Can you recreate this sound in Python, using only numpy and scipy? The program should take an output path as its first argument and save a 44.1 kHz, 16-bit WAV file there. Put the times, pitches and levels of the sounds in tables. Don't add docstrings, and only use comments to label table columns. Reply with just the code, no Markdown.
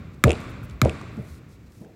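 import sys
import numpy as np
from scipy import signal
from scipy.fft import rfft, irfft, next_fast_len
from scipy.io import wavfile
from scipy.ndimage import map_coordinates

SR = 44100
rng = np.random.default_rng(int(sys.argv[2]) if len(sys.argv) > 2 else 0)


def gain_from_db(level_db):
    decades = np.asarray(level_db, float) / 20
    return 10 ** decades


def master(y):
    cut = np.clip(np.atleast_2d(y).T, -1, 1)
    pcm = np.round(cut * 32767)
    wavfile.write(sys.argv[1], SR, pcm.astype(np.int16))


N = 85995

# start in seconds, slap in dB, floor wave in dB, board rumble in dB, hall in dB.
BOUNCES = [
    (0.2392, -3.5, -8, -17, -30.5),
    (0.8163, -9.5, -10.5, -22.5, -33.5),
]
CONTACT_DB = [0.5, 3.5]
REBOUND_DB = [-15, -5.5]
# frequency in Hz, level in dB, 60 dB decay in seconds.
BALL_MODES = [(1242, 1, 0.013), (1716, -11, 0.033), (2090, -9, 0.015), (2346, -1.5, 0.0091),
              (3683, -1.5, 0.0061), (4000, -24.5, 0.017), (5650, -1, 0.0026), (7050, -19, 0.024)]
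# frequency in Hz, level in dB.
CONTACT_COLOUR = [(700, -39), (2500, -1.5), (5000, -0.5), (9000, -7.5), (13000, -5.5), (16000, -21)]
# frequency in Hz, level in dB, time to peak in seconds.
JOISTS = [(76.1, -3.5, 0.034), (49.2, -6, 0.017)]
# frequency in Hz, width in Hz, level in dB.
BOARD_MODES = [(222.2, 47, 3), (366, 54, -2.5), (449.3, 36, 3), (583.3, 86, 0.5), (607.3, 41, 4.5),
               (747, 113, -11), (900, 106, -11)]
# start in seconds, body in dB, click in dB, body frequency in Hz.
CHATTER = [(.2512, -20, -40, 2600), (.2728, -42, -32.5, 2600), (0.2805, -30, -50, 2940),
           (0.2817, -15, -41, 2800), (0.2942, -13.5, -25, 2600), (0.306, -4.5, -21, 2640),
           (0.3178, -11.5, -22, 2650), (0.331, -17, -29.5, 2830), (.353, -28, -56, 4000),
           (0.8502, -19.5, -28, 2400), (0.874, -27, -62, 2310), (0.8955, -13.5, -30.5, 2620)]
# frequency in Hz, level in dB.
CLICK_COLOUR = [(2500, -25.5), (4500, -8), (7000, 1.5), (10300, -4.5), (11300, -20), (16000, -30)]
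# start in seconds, level in dB,
# frequency in Hz, 60 dB decay in seconds.
KNOCKS = [(0.046, -34.5, 203, 0.071), (0.073, -24.5, 110, 0.08), (0.619, -25.5, 120, .15),
          (0.714, -24, 75, 0.33), (.8572, 1, 566, 0.016), (0.8609, -8.5, 214, 0.028),
          (1.175, -21, 226.7, 0.097), (1.192, -21, 140, 0.11), (1.305, -24.5, 85.5, 0.18),
          (1.8054, -27, 227, 0.02), (1.812, -22, 191, 0.041)]
# start in seconds, level in dB, 60 dB decay in seconds.
STEPS = [
    (1.176, -36, 0.23),
    (1.812, -44, 0.32),
    (1.849, -46.5, 0.48),
]
# start in seconds, ring in dB, ring frequency in Hz, click in dB.
TICKS = [(.205, -66, 9100, -65), (0.403, -45, 12400, -43), (0.413, -53, 6100, -40.5),
         (0.631, -31.5, 1400, -57.5), (0.6973, -43.5, 7500, -43.5), (0.7096, -49, 4500, -48),
         (0.733, -61, 5000, -65), (1.013, -26.5, 1150, -43), (1.169, -39, 1200, -47.5),
         (1.721, -62, 3500, -49), (1.847, -43, 1630, -52)]
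# frequency in Hz, level in dB.
TICK_COLOUR = [(1500, -41), (3000, 6), (9000, -2), (14000, -18), (16500, -30)]
# start in seconds, length in seconds, level in dB, thinned out below this many Hz.
RUSTLES = [(0.133, 0.02, -64.5, 4000), (0.394, 0.078, -70, 9000), (0.488, 0.035, -63, 9000),
           (0.627, 0.034, -58.5, 11000), (0.673, 0.08, -70, 6400), (1.105, 0.26, -68.5, 9100),
           (1.24, 0.16, -60.5, 4940), (1.479, 0.094, -65.5, 4000), (1.657, .03, -68.5, 3000),
           (1.692, 0.17, -65.5, 6040)]
# frequency in Hz, level in dB.
CLOTH_COLOUR = [(2350, -18), (4000, 2), (4350, -1.5), (13300, -15.5), (15700, -18), (16500, -54)]
# frequency in Hz, level in dB.
HALL_COLOUR = [(40, -2), (130, 0), (620, -16.5), (900, -25), (2700, -28), (3000, -33), (9000, -34.5),
               (16500, -53)]
# frequency in Hz, 60 dB decay in seconds.
HALL_T60 = [(60, 4.6), (200, 2.35), (500, 1.73), (1300, 1.685), (4000, 1.505), (9000, .9), (16000, .5)]
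# frequency in Hz, width in Hz, level in dB.
HALL_NOTES = [(1150, 150, 1.5), (1400, 250, 0), (2256, 560, -0.5), (2600, 120, -15.5), (3610, 700, -3.5),
              (4500, 370, -8), (7500, 300, -6)]
# frequency in Hz, level in dB.
VENTILATION_COLOUR = [(40, -3), (105, -1.5), (368, -11.5), (809, -27.5), (2600, -29.5), (3000, -35.5),
                      (8000, -40.5), (9000, -48), (16500, -43)]


def unit(x):
    return x / np.sqrt(np.mean(x ** 2) + 1e-20)


def along(points, hz):
    f, v = np.transpose(points)
    return np.interp(np.log(hz + 1), np.log(f + 1), v)


def filtered(x, response):
    m = next_fast_len(len(x) + 8192)
    return irfft(rfft(x, m) * response(np.fft.rfftfreq(m, 1 / SR)), m)[:len(x)]


def noise(colour):
    return unit(filtered(rng.standard_normal(N), lambda hz: gain_from_db(along(colour, hz))))


def impulse(start, colour):
    click = 1. * (np.arange(N) == round(start * SR))
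    pulse = filtered(click, lambda hz: gain_from_db(along(colour, hz)))
    return pulse / pulse.max()


def since(start):
    return np.maximum(np.arange(N) / SR - start, 0)


def struck(t, t60, rise_s):
    return (1 - np.exp(-t / rise_s)) * gain_from_db(-60 * t / t60)


def swell(t, peak_s, sharp):
    return (t / peak_s * np.exp(1 - t / peak_s)) ** sharp


def sine(hz, t):
    return np.sin(2 * np.pi * hz * t)


def ball_in_air(start, contact_db):
    t = since(start)
    ping = np.zeros(N)
    for hz, db, t60 in BALL_MODES:
        ping += gain_from_db(db) * struck(t, t60, 0.00018) * np.sin(2 * np.pi * (hz * t + rng.random()))
    slap = gain_from_db(-10) * struck(t, 0.0063, 0.0001)
    peel = gain_from_db(-25.5) * struck(t, 0.036, 0.001)
    rubber = noise([(500, -40), (4000, 0), (13000, -3), (16500, -20)])
    return ping + (slap + peel) * rubber + gain_from_db(contact_db) * impulse(start, CONTACT_COLOUR)


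def floor_wave(t):
    final_hz, sweep_hz, sweep_s = 120, 733, 0.0027
    rise_s, hold_s, t60 = 0.0033, 0.028, 0.058
    cycles = final_hz * t + sweep_hz * sweep_s * (1 - np.exp(-t / sweep_s))
    envelope = (1 - np.exp(-(t / rise_s) ** 2)) * gain_from_db(-60 * np.maximum(t - hold_s, 0) / t60)
    wave = envelope * np.cos(2 * np.pi * (cycles - 0.12))
    for hz, db, peak_s in JOISTS:
        wave += gain_from_db(db) * swell(t, peak_s, 2.2) * sine(hz, t)
    return wave


def boards():
    def wood(f):
        total = 0
        for k, (hz, width, db) in enumerate(BOARD_MODES):
            loss = 1j * f * width
            total = total + (-1) ** k * gain_from_db(db) * loss / (hz * hz - f * f + loss)
        return total / (1 + (f / 1100) ** 6)
    return unit(filtered(rng.standard_normal(N), wood))


def ball():
    out = np.zeros(N)
    rebound = round(0.001101 * SR)
    for bounce, contact_db, rebound_db in zip(BOUNCES, CONTACT_DB, REBOUND_DB):
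        start, slap_db, wave_db, rumble_db, _ = bounce
        t = since(start)
        air = ball_in_air(start, contact_db)
        out += gain_from_db(slap_db) * (air - gain_from_db(rebound_db) * np.roll(air, rebound))
        out += gain_from_db(wave_db) * floor_wave(t)
        out += gain_from_db(rumble_db) * swell(t, 0.034, 1.86) * boards()
    return out


def phone():
    out = np.zeros(N)
    for start, body_db, click_db, hz in CHATTER:
        t = since(start)
        case = sine(hz, t) + gain_from_db(-9.5) * sine(1.194 * hz, t)
        out += gain_from_db(body_db) * struck(t, 0.0058, 0.00037) * case
        scrape = struck(t, 0.0036, 0.00056) * noise(CLICK_COLOUR)
        out += gain_from_db(click_db) * (scrape + 1.4 * impulse(start + 0.0003, CLICK_COLOUR))
    return out


def feet():
    out = np.zeros(N)
    for start, db, hz, t60 in KNOCKS:
        t = since(start)
        out -= gain_from_db(db) * struck(t, t60, 0.59 / hz) * sine(hz, t / (1 + 2.4 * t))
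    for start, db, t60 in STEPS:
        out += gain_from_db(db) * struck(since(start), t60, 0.0059) * boards()
    return out


def fingers_and_laces():
    out = np.zeros(N)
    for start, ring_db, hz, click_db in TICKS:
        t = since(start)
        touch = gain_from_db(ring_db) * sine(hz, t) + gain_from_db(click_db) * noise(TICK_COLOUR)
        out += struck(t, 0.012, 0.0005) * touch
    return out


def cloth():
    out = np.zeros(N)
    wander = rng.standard_normal(N // 200 + 4)
    grain = gain_from_db(1.3 * map_coordinates(wander, [np.arange(N) / 200]))
    for start, length, db, edge_hz in RUSTLES:
        fabric = unit(filtered(noise(CLOTH_COLOUR), lambda hz: 1 / (1 + (edge_hz / (hz + 1)) ** 3)))
        stroke = np.abs(np.sin(np.pi * np.minimum(since(start) / length, 1))) ** 0.6
        out += gain_from_db(db) * stroke * grain * fabric
    return out


def hall():
    def ball_notes(f):
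        power = 1
        for hz, width, db in HALL_NOTES:
            power = power + gain_from_db(12.5 + db) ** 2 / (1 + (2 * (f - hz) / width) ** 2)
        return np.sqrt(power)
    out = np.zeros(N)
    earlier = (-0.48, -30)
    for start, db in [earlier] + [(row[0], row[-1]) for row in BOUNCES]:
        hz, t, z = signal.stft(unit(filtered(noise(HALL_COLOUR), ball_notes)), SR, nperseg=512)
        z = z * gain_from_db(-60 * np.maximum(t - start, 0) / along(HALL_T60, hz)[:, None])
        after = since(start)
        near = 1 - np.exp(-after / 0.004)
        far_walls = gain_from_db(-11.5) * (1 - np.exp(-(after / 0.13) ** 3))
        out += gain_from_db(db) * (near + far_walls) * signal.istft(z, SR, nperseg=512)[1][:N]
    return out


def ventilation():
    return gain_from_db(-49.5) * noise(VENTILATION_COLOUR)


def scene():
    close = ball() + phone() + feet() + fingers_and_laces() + cloth()
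    return (close + hall() + ventilation())[None]


def roll_off(x):
    return signal.sosfilt(signal.butter(12, 16810, fs=SR, output="sos"), x)


def record(dry):
    low_hz, top_hz = 39.7, 16200

    def low_cut(hz):
        return (1j * hz / (low_hz + 1j * hz)) ** 3 / (1 + (30 / (hz + 1)) ** 6)
    x = filtered(dry[0], low_cut)
    x = x / (1 + np.abs(x) ** 4) ** (1 / 4)
    mix = filtered(x, lambda hz: 1 / (1 + (hz / top_hz) ** 60))[None]
    return roll_off(mix)


dry = scene()
out = record(dry)
master(out)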